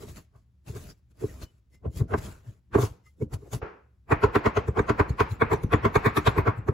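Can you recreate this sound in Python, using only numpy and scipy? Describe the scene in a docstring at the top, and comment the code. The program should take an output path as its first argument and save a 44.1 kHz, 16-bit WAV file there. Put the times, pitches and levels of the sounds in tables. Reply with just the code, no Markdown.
"""A cleaver works wet shrimp on a thick board on a stone counter, played faster than life.
To 3.6 s the blade knocks, pushes and scrapes the heap together: noise-driven board modes, hiss, grain, low thuds.
After an edit, entered on the room tail of a chop cut away, it chops about nine times a second.
The speed-up smears every blow into a short noise burst; a small hard kitchen rings behind as decaying noise."""
import sys
import numpy as np
from scipy import signal
from scipy.fft import rfft, irfft, next_fast_len
from scipy.io import wavfile
from scipy.ndimage import uniform_filter1d

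SR = 44100
rng = np.random.default_rng(int(sys.argv[2]) if len(sys.argv) > 2 else 0)


def transcribe(u):
    """Save the signal u as a 16-bit wav file named by the first command-line argument.

    u: samples, shape (n,) or (channels, n), limited to [-1, 1]; the rate is SR.
    q: integer samples, one column per channel.
    """
    v = np.clip(np.atleast_2d(u).T, -1, 1)
    q = np.round(v * 32767).astype(np.int16)
    wavfile.write(sys.argv[1], SR, q)


def gain_from_decibels(decibels):
    """Convert decibel values to linear amplitude factors."""
    exponent = np.asarray(decibels, float) / 20
    return 10 ** exponent


N = 296793
PIECE = 8000   # samples in one event
SIZE = next_fast_len(N + SR)
HZ = np.maximum(np.fft.rfftfreq(SIZE, 1 / SR), 1)
EDIT_S = 3.615

# low air of the room: (frequency [Hz], relative level [dB/Hz])
AIR_SPECTRUM = [(15, -31.5), (25, -30), (69, 3), (90, -11.5), (121, -4.5), (142, -23), (176, -16.5),
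                (224, -24), (588, -40), (15000, -59)]
# likeness of left and right: (frequency [Hz], correlation [0-1])
STEREO_LIKENESS = [(40, 1), (200, 0.9), (400, 0.71), (650, 0), (1400, 0.34), (3000, 0.42), (7000, 0.54),
                   (8500, 0.98), (13500, .95), (15000, 0.9)]
# phase between left and right, stereo processing flips narrow treble bands:
# (frequency [Hz], left leads by [rad])
STEREO_PHASE = [(60, 0), (7900, 0), (8500, -np.pi), (9500, -np.pi), (10100, -2 * np.pi),
                (12200, -2 * np.pi), (12700, -3 * np.pi), (13700, -3 * np.pi), (14200, -4 * np.pi)]
# level between left and right: (frequency [Hz], left over right [dB])
STEREO_TILT = [(60, 0), (140, 3), (500, -3), (1170, 1.5), (2400, 1.4), (4200, 3.5), (9800, 0.4),
               (15000, -1.5)]
# room decay: (frequency [Hz], T60 [s])
ROOM_DECAY = [(150, 0.55), (400, 0.16), (1500, 0.31), (2600, 0.31), (5000, 0.33), (9000, .25)]
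# room drive, before the final treble step: (frequency [Hz], level against direct sound [dB])
ROOM_SPECTRUM = [(150, -19), (330, -25.5), (440, -16), (560, -18.5), (700, -9.5), (1100, -15),
                 (1700, -13.5), (2500, -10.5), (4000, -4.5), (5500, -6.5), (9000, -12.5)]
# light taps on the steel: (time [s], relative level [dB])
BLADE_TAPS = [(1.749, -74.5), (3.066, -75)]
# ringing of the steel: (frequency [Hz], relative level [dB], T60 [s])
BLADE_MODES = [(1214, -7.0, 0.048), (2062, 6.5, 0.078), (2820, -7.5, .06), (5265, 2, .05),
               (6550, -7.5, 0.046)]
# brief coloured squeaks, clanks and knocks:
# (time [s], frequency [Hz], level [dB], rise and fall [ms])
COLOURED_EVENTS = [(0.771, 1190, -52, 14), (0.903, 4840, -53, 16), (0.909, 5630, -57, 15),
                   (1.299, 1920, -57, 11), (1.431, 4220, -52.5, 17), (1.469, 2980, -70, 36),
                   (1.865, 630, -47.5, 24), (2.11, 1420, -52, 15), (2.751, 1130, -33.5, 15.5),
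                   (3.07, 1234, -64, 12), (3.222, 2210, -57, 8), (3.469, 401, -49, 24),
                   (6.173, 3530, -37, 8.6), (6.275, 3400, -33, 14)]
# drag speed as hiss level, one list per stretch of scraping, several strokes in each:
# (time [s], level [dB])
SCRAPE_STRETCHES = [
    [(0.0, -60), (0.026, -52.5), (0.066, -61.5), (0.092, -51.5), (0.144, -63), (0.174, -50.5),
     (0.312, -103), (0.362, -75), (0.45, -91)],
    [(0.62, -103), (0.682, -51), (0.736, -62.5), (0.768, -49.5), (0.788, -55), (0.874, -58.5),
     (0.908, -55.5), (0.954, -84), (1.0, -81)],
    [(1.08, -103), (1.116, -71), (1.134, -89.5), (1.212, -57), (1.4, -61.5), (1.432, -47.5), (1.472, -75),
     (1.53, -83), (1.6, -83)],
    [(1.7, -86), (1.75, -66.5), (1.808, -103), (1.866, -73), (1.888, -85), (1.976, -45.5), (1.998, -50.5),
     (2.042, -75.5), (2.08, -98)],
    [(2.08, -71), (2.136, -61), (2.164, -62.5), (2.186, -46.5), (2.2, -58), (2.256, -49), (2.428, -77),
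     (2.48, -66), (2.6, -86.5)],
    [(2.7, -98.5), (2.752, -50.5), (2.77, -56), (2.816, -38.5), (2.852, -43), (2.892, -60.5), (3.02, -91),
     (3.068, -66.5), (3.15, -90)],
    [(3.15, -98), (3.226, -62), (3.28, -97), (3.34, -45), (3.378, -75.5), (3.504, -68), (3.534, -40),
     (3.59, -63.5), (3.61, -90)],
]
# how hard each stretch presses: (level [dB])
STRETCH_PRESSURE_DB = [2.5, 2, 3.5, -3, 7, -21, 1]
# wet hiss, fibre grain, board rumble: (frequency [Hz], relative level [dB/Hz])
HISS_SPECTRUM = [(1470, -12.5), (2500, -7), (5870, -8), (6810, -3.5), (8140, -7.5), (11200, -9),
                 (12800, -10.5), (14600, -15.5), (15750, -13), (16100, -95.5)]
GRAIN_SPECTRUM = [(290, -32), (500, -17.5), (611, 1), (766, -10), (1240, -9), (1400, -9.5), (4000, -28),
                  (5200, -49), (8800, -120)]
RUMBLE_SPECTRUM = [(18, -41), (30, -8.5), (65, -2), (162, -10.5), (203, -16.5), (357, -19.5), (424, -20),
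                   (700, -37.5), (910, -69), (1540, -120)]
# further low board thuds, alone or beside a blow:
# (time [s], level [dB], pitch [Hz], length scale [ms])
FURTHER_THUDS = [(0.073, -52, 78.5, 7.6), (0.874, -47, 83.4, 28), (1.343, -45, 60.6, 31),
                 (1.881, -27, 86, 13), (1.972, -30.5, 87, 15), (2.045, -53, 93, 19),
                 (2.138, -25.5, 93.4, 45), (2.195, -32, 84.6, 13), (2.493, -36, 110, 35),
                 (2.918, -39, 91, 9.5), (3.364, -34.5, 86, 24), (3.563, -32.5, 105, 14),
                 (3.631, -31.5, 85, 8.8), (5.845, -29, 101, 33), (6.38, -21, 100, 6.6)]
# low board modes, the knock: (frequency [Hz], width [Hz], relative level [dB])
KNOCK_BOARD_MODES = [(225.2, 24.3, -6), (299.5, 20.7, -2.5), (407.8, 49.9, 3.95), (453.3, 84, -1.5)]
# high board modes, the crack: (frequency [Hz], width [Hz], relative level [dB])
CRACK_BOARD_MODES = [(657, 112, -8), (927, 111, -4), (1055, 150, -1), (1182, 157.6, -2.62),
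                     (1328, 151, -5.5), (1553, 278, -10), (1902, 184, -11.5), (2196, 133, -12.5),
                     (2470, 157, -14.5), (3440, 240, -21.5), (3900, 1300, -27.5)]
# blade set down or pushed while gathering:
# (time [s], knock [dB], crack [dB], thud [dB], smear scale [ms])
GATHER_KNOCKS = [(0.036, -42, -55, -66, 54), (0.36, -64.5, -63, -52, 23), (0.697, -46, -64, -31, 15),
                 (0.76, -40.5, -56, -37, 25), (1.241, -25.5, -48.5, -28, 18), (1.859, -30, -48, -30, 11),
                 (2.012, -35.5, -46.5, -15.5, 12), (2.125, -31.5, -38.5, -35.5, 17),
                 (2.144, -23, -23, -32, 6.6), (2.756, -15, -24.5, -21, 7), (2.789, -24, -27, -22, 20),
                 (2.832, -26.5, -34, -21.5, 37.4), (3.224, -27.5, -49.5, -22.5, 9.7),
                 (3.338, -40.5, -43.5, -27.5, 12), (3.429, -46.5, -63, -46, 17),
                 (3.541, -40, -41, -26, 12.3)]
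# fast chops through the heap: (time [s], knock [dB], thud [dB], splash [dB], smear scale [ms])
FAST_CHOPS = [(4.125, -16.5, -18, -46, 10.8), (4.243, -16, -17, -48, 11.3), (4.362, -16.5, -23, -42.5, 9.7),
              (4.467, -17, -21.5, -46, 11.4), (4.577, -19.5, -22, -50, 11.4),
              (4.686, -28, -20.5, -54.5, 8.2), (4.78, -22.5, -25, -55, 12.5), (4.798, -20, -25, -47.5, 6.2),
              (4.901, -19.5, -21, -49.5, 10.5), (5.004, -17, -19.5, -47.5, 9.4),
              (5.102, -36.5, -20.5, -50.5, 7.4), (5.209, -18, -21.5, -42, 9.7),
              (5.321, -64, -23.5, -51, 23), (5.424, -16, -20, -47.5, 8.5), (5.521, -21, -22, -54, 10.8),
              (5.538, -21.5, -27, -43.5, 8.4), (5.64, -33.5, -19.5, -46.5, 5.3),
              (5.739, -18, -16.5, -46, 11.4), (5.858, -18, -21.5, -46, 12.2), (5.963, -17, -19, -40.5, 7.8),
              (6.067, -19, -19.5, -42, 13.8), (6.178, -20, -23, -37.5, 10.8), (6.277, -17.5, -17, -38, 9.7),
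              (6.387, -20.5, -19, -48.5, 16.2), (6.481, -19.5, -18.5, -53.5, 15.4),
              (6.585, -64, -26, -65, 15.5), (6.69, -23, -17.5, -54, 9.1)]
# blade travels along the board: (time [s], thud pitch [Hz], crack against knock [dB])
BLADE_TRAVEL = [(4.1, 103, -2), (4.6, 96.7, -3), (5.2, 96, -0.4), (5.7, 99, -1.9), (6.2, 115, 0.5),
                (6.7, 105, -3.5)]
# chop cut away, heard only through the room:
# (knock [dB], crack [dB], splash [dB], hardness [dB/octave], smear scale [ms])
UNHEARD_CHOP = (-10.5, -18.5, -42, -3, 16.0)


def rms_one(x):
    """Scale to rms 1."""
    return x / np.sqrt(np.mean(x ** 2) + 1e-20)


def at_hz(points, hz=HZ):
    """Read a table at given frequencies, straight on a log axis."""
    table = np.array(points)
    return np.interp(np.log(hz), np.log(table[:, 0]), table[:, 1])


def through(x, response):
    """Filter by a frequency response."""
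    return irfft(rfft(x, SIZE) * response, SIZE)[..., :N]


def pair(mid_side):
    """Turn two noises into left and right, alike by frequency."""
    alike = np.clip(at_hz(STEREO_LIKENESS), 0, 1)
    mid, side = rfft(mid_side, SIZE)
    both = np.sqrt(1 + alike) * mid + np.sqrt(1 - alike) * side * [[1], [-1]]
    return irfft(both, SIZE)[:, :N]


def coloured(spectrum):
    """Steady stereo noise of a spectrum, rms 1."""
    return rms_one(through(pair(rng.standard_normal((2, N))), gain_from_decibels(at_hz(spectrum))))


def mottled(x, patchy_db):
    """Shifting wet contact: narrow colours come and go every few hundredths of a second."""
    cells = signal.stft(x, nperseg=512)[2]
    field = rng.standard_normal(cells.shape[1:])
    field = uniform_filter1d(field, size=3, axis=0)   # across frequency
    field = uniform_filter1d(field, size=7, axis=1)   # across time
    gain = rms_one(gain_from_decibels(patchy_db * rms_one(field)))
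    return signal.istft(cells * gain, nperseg=512)[1][:, :N]


def resonate(x, modes):
    """Parallel two-pole resonances, signs alternating."""
    out = 0
    for k, (hz, width_hz, level_db) in enumerate(modes):
        r = np.exp(-np.pi * width_hz / SR)
        b = [(1 - r * r) / 2, 0, (r * r - 1) / 2]
        a = [1, -2 * r * np.cos(2 * np.pi * hz / SR), r * r]
        out = out + (-1) ** k * gain_from_decibels(level_db) * signal.lfilter(b, a, x)
    return out


def burst(rise_ms, fall_ms, sharp):
    """Smeared-blow envelope: swells for the rise, dies over the fall, peaks in the middle."""
    ms = np.arange(-PIECE // 2, PIECE // 2) * 1000 / SR
    distance = np.abs(np.where(ms < 0, ms / rise_ms, ms / fall_ms))
    return np.hanning(PIECE) * np.exp(-distance ** sharp)


def add(track, time_s, piece):
    """Lay a piece with its middle at a time."""
    at = round(time_s * SR) - piece.shape[-1] // 2
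    low, high = max(at, 0), min(at + piece.shape[-1], N)
    track[..., low:high] += piece[..., low - at:high - at]


def at_peak(piece, level_db):
    """Set the loudest 10 ms of a piece to a level."""
    loudest = uniform_filter1d(np.mean(piece ** 2, axis=0), size=441).max()
    return piece * gain_from_decibels(level_db) / np.sqrt(loudest)


def dulled(x, cutoff_hz):
    """Wood passes little treble: second-order lowpass."""
    return signal.lfilter(*signal.butter(2, cutoff_hz, fs=SR), x)


def air():
    """Low room air: steady coloured noise."""
    return gain_from_decibels(-61) * coloured(AIR_SPECTRUM)


def kitchen(first, second, after):
    """Diffuse wash: sound energy builds and dies at its own rate in each third of an octave."""
    build_s, step = 0.03, 64   # step: samples per energy reading
    out, white = 0, pair(rng.standard_normal((2, N)))
    edges_hz = 134 * 2 ** np.arange(0, 6, 1 / 3)
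    heard = np.stack([first.mean(axis=0), second.mean(axis=0)])
    build = np.exp(-step / SR / build_s)
    for k, (low_hz, high_hz) in enumerate(zip(edges_hz, edges_hz[1:])):
        band = signal.butter(2, [low_hz, high_hz], "band", fs=SR, output="sos")
        hz = np.sqrt(low_hz * high_hz)
        power = signal.sosfilt(band, heard) ** 2
        power = power[:, :N // step * step].reshape(2, -1, step).mean(axis=2)
        keep = gain_from_decibels(-120 * step / SR / at_hz(ROOM_DECAY, hz))   # power kept per step
        poles = np.convolve([1, -keep], [1, -build])
        energy = signal.lfilter([0, (1 - keep) * (1 - build)], poles, power + 1e-18)
        held = [np.interp(np.arange(N) / step, np.arange(len(e)), np.sqrt(e)) for e in energy]
        level = held[0] * (1 - after) + held[1] * after
        noise = rms_one(signal.sosfilt(band, white))
        out = out + (-1) ** k * gain_from_decibels(at_hz(ROOM_SPECTRUM, hz)) * level * noise
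    return through(out, 0.32 + 0.58 / np.sqrt(1 + (HZ / 2650) ** 20))   # step down in the treble


def blade():
    """Light taps set the steel ringing: noise bursts drive decaying modes."""
    drive, out = np.full(N, 1e-18), 0
    for time_s, level_db in BLADE_TAPS:
        noise = rng.standard_normal(PIECE) * burst(14.0, 14.0, sharp=0.96)
        add(drive, time_s, gain_from_decibels(level_db - 16.5) * noise)
    for hz, level_db, t60_s in BLADE_MODES:
        r, w = gain_from_decibels(-60 / (t60_s * SR)), 2 * np.pi * hz / SR
        b, a = [0, gain_from_decibels(level_db) * np.sin(w)], [1, -2 * r * np.cos(w), r * r]
        out = out + signal.lfilter(b, a, drive)
    return out


def squeaks_and_clanks():
    """Noise caught for a moment by one resonance; louder ones are rougher, wider in band."""
    mean_width_hz, wider_per_db, mean_db = 295, 0.74, -47.5
    out = np.zeros((2, N))
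    for time_s, hz, level_db, length_ms in COLOURED_EVENTS:
        width_hz = mean_width_hz * gain_from_decibels(wider_per_db * (level_db - mean_db))
        mode = [(hz, width_hz, 0)]
        tone = resonate(resonate(rng.standard_normal((2, PIECE)), mode), mode)
        add(out, time_s, at_peak(tone * burst(length_ms, length_ms, sharp=1.5), level_db))
    return pair(out) / np.sqrt(2)


def scrapes():
    """Wet edge hiss, fibres catching in fine clicks, board shaking below: all follow the drag."""
    mean_drag_db, grain_db, rumble_db = -55.5, -59, -45.5   # grain and rumble at the mean drag
    grain_follows, rumble_follows = 1, 0.84   # dB per dB of drag
    t, levels = np.arange(N) / SR, np.zeros((3, N))
    for rows, pressure_db in zip(SCRAPE_STRETCHES, STRETCH_PRESSURE_DB):
        drag_db = np.interp(t, *np.transpose(rows), left=-300, right=-300)
        swing_db = drag_db - mean_drag_db
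        stretch_grain_db = grain_db + pressure_db + grain_follows * swing_db
        stretch_rumble_db = rumble_db + pressure_db / 2 + rumble_follows * swing_db
        levels += gain_from_decibels(np.array([drag_db, stretch_grain_db, stretch_rumble_db]))
    hiss, grain, rumble = uniform_filter1d(levels, size=400)
    clicks = uniform_filter1d(rng.exponential(1, N) ** 3, size=60) / 6
    catches = rms_one(1 + 0.44 * clicks)
    edge = mottled(hiss * coloured(HISS_SPECTRUM) + grain * coloured(GRAIN_SPECTRUM), patchy_db=3.0)
    return catches * edge + rumble * coloured(RUMBLE_SPECTRUM)


def thuds(rows):
    """Low board thuds: two or three cycles that sag in pitch, in a faint shudder."""
    out, shudder = np.zeros(N), np.zeros(N)
    t = np.arange(-PIECE // 2, PIECE // 2) / SR
    for (time_s, level_db, hz, length_ms), turn in zip(rows, rng.random(len(rows))):
        cycles = hz * t * (1 - 0.091 * np.tanh(t / 0.025))
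        wave = np.cos(2 * np.pi * (cycles + 0.5 * turn - .3))
        shape = burst(0.5 * length_ms, 0.39 * length_ms, sharp=1.25)
        add(shudder, time_s, gain_from_decibels(level_db - 14.5) * burst(41.0, 72.0, sharp=1.0))
        add(out, time_s, at_peak((wave * shape)[None], level_db)[0])
    return out + shudder * coloured(RUMBLE_SPECTRUM)


def blows(rows):
    """A sharp core in a smeared halo drives the board modes; wet flesh splashes in the treble."""
    out, wet = np.zeros((2, N)), np.zeros(N)
    for time_s, knock_db, crack_db, wet_db, hardness_db, smear_ms in rows:
        noise = rng.standard_normal((2, 2, PIECE))   # knock and crack, each mid and side
        # board modes vary in strength at random from blow to blow
        random_db = 1.8 * rng.standard_normal(len(CRACK_BOARD_MODES))
        modes = [(hz, width_hz, level_db + hardness_db * np.log2(hz / 1100) + extra_db)
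                 for (hz, width_hz, level_db), extra_db in zip(CRACK_BOARD_MODES, random_db)]
        knock_core = burst(2.04, 1.08, sharp=0.99)
        knock_halo = .5 * burst(1.46 * smear_ms, 0.6 * smear_ms, sharp=3.0)
        knock = resonate(noise[0] * (knock_core + knock_halo), KNOCK_BOARD_MODES)
        crack_core = burst(3.8, 1.03, sharp=1.2)
        crack_halo = 1.33 * burst(1.12 * smear_ms, 1.69 * smear_ms, sharp=1.12)
        crack = resonate(noise[1] * (crack_core + crack_halo), modes)
        splash = burst(0.86 * smear_ms, 0.81 * smear_ms, sharp=1.0)
        splash_halo = gain_from_decibels(-16.5) * burst(25.0, 60.0, sharp=1.5)
        add(out, time_s - .002, at_peak(dulled(knock, 900), knock_db))
        add(out, time_s - .004, at_peak(dulled(crack, 4000 * gain_from_decibels(.6 * hardness_db)), crack_db))
        add(wet, time_s - .003, gain_from_decibels(wet_db) * (splash + splash_halo))
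    return pair(out) / np.sqrt(2) + mottled(wet * coloured(HISS_SPECTRUM), patchy_db=6.5)


def contacts():
    """Rows for blows() and thuds(); after a blow the board meets the counter just later."""
    knock_hardness_db, knock_thud_hz = -8, 114.6   # dB per octave, Hz
    thud_lag_s, thud_stretch = 0.0069, 1.21   # thud length over smear
    rebound_s, rebound_db = 0.01856, -14   # board lands once more after each chop
    crack_loss, full_knock_db = 0.75, -19   # a weak chop loses crack faster than knock
    chop_hardness_db, harder_per_splash_db, mean_splash_db = -2, 0.31, -46.5   # louder splash, harder
    hits, lows = [], []
    for time_s, knock_db, crack_db, thud_db, smear_ms in GATHER_KNOCKS:
        hits.append((time_s, knock_db, crack_db, -200, knock_hardness_db, smear_ms))
        lows.append((time_s + thud_lag_s, thud_db, knock_thud_hz, thud_stretch * smear_ms))
    travel_s, travel_hz, travel_db = np.transpose(BLADE_TRAVEL)
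    for time_s, knock_db, thud_db, wet_db, smear_ms in FAST_CHOPS:
        hz = np.interp(time_s, travel_s, travel_hz)
        crack_db = knock_db + np.interp(time_s, travel_s, travel_db)
        crack_db += crack_loss * min(knock_db - full_knock_db, 0)
        hardness_db = chop_hardness_db + harder_per_splash_db * (wet_db - mean_splash_db)
        hits.append((time_s, knock_db, crack_db, wet_db, hardness_db, smear_ms))
        thud_s, length_ms = time_s + thud_lag_s, thud_stretch * smear_ms
        lows.append((thud_s, thud_db, hz, length_ms))
        lows.append((thud_s + rebound_s, thud_db + rebound_db, 0.93 * hz, length_ms))
    return hits, lows + FURTHER_THUDS


def scene():
    """Blows, thuds and scrapes close by, the room and its low air behind."""
    after = np.clip((np.arange(N) / SR - EDIT_S) / .005, 0, 1)
    hits, lows = contacts()
    near = blows(hits) + thuds(lows) + scrapes()
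    unheard = blows([(3.57, *UNHEARD_CHOP)])
    # before the edit the pressing hand damps the blows, which stir the room less
    room = kitchen(gain_from_decibels(-8.0) * near * (1 - after), near * after + unheard, after)
    return near + blade() + squeaks_and_clanks() + room + air()


def roll_off(x):
    """The treble ends steeply here."""
    return signal.sosfilt(signal.butter(12, 16640, fs=SR, output="sos"), x)


def record(dry):
    """Stereo processing turns treble phase between channels; the deepest bass is cut."""
    sides = np.array([[1], [-1]])
    stereo = gain_from_decibels(at_hz(STEREO_TILT) / 2 * sides) * np.exp(.5j * at_hz(STEREO_PHASE) * sides)
    bass_cut = 1 / (1 - (39.3 / HZ) ** 2 - 1.4j * 40.0 / HZ)
    return roll_off(through(dry, stereo * bass_cut))


dry = scene()
out = record(dry)
transcribe(out)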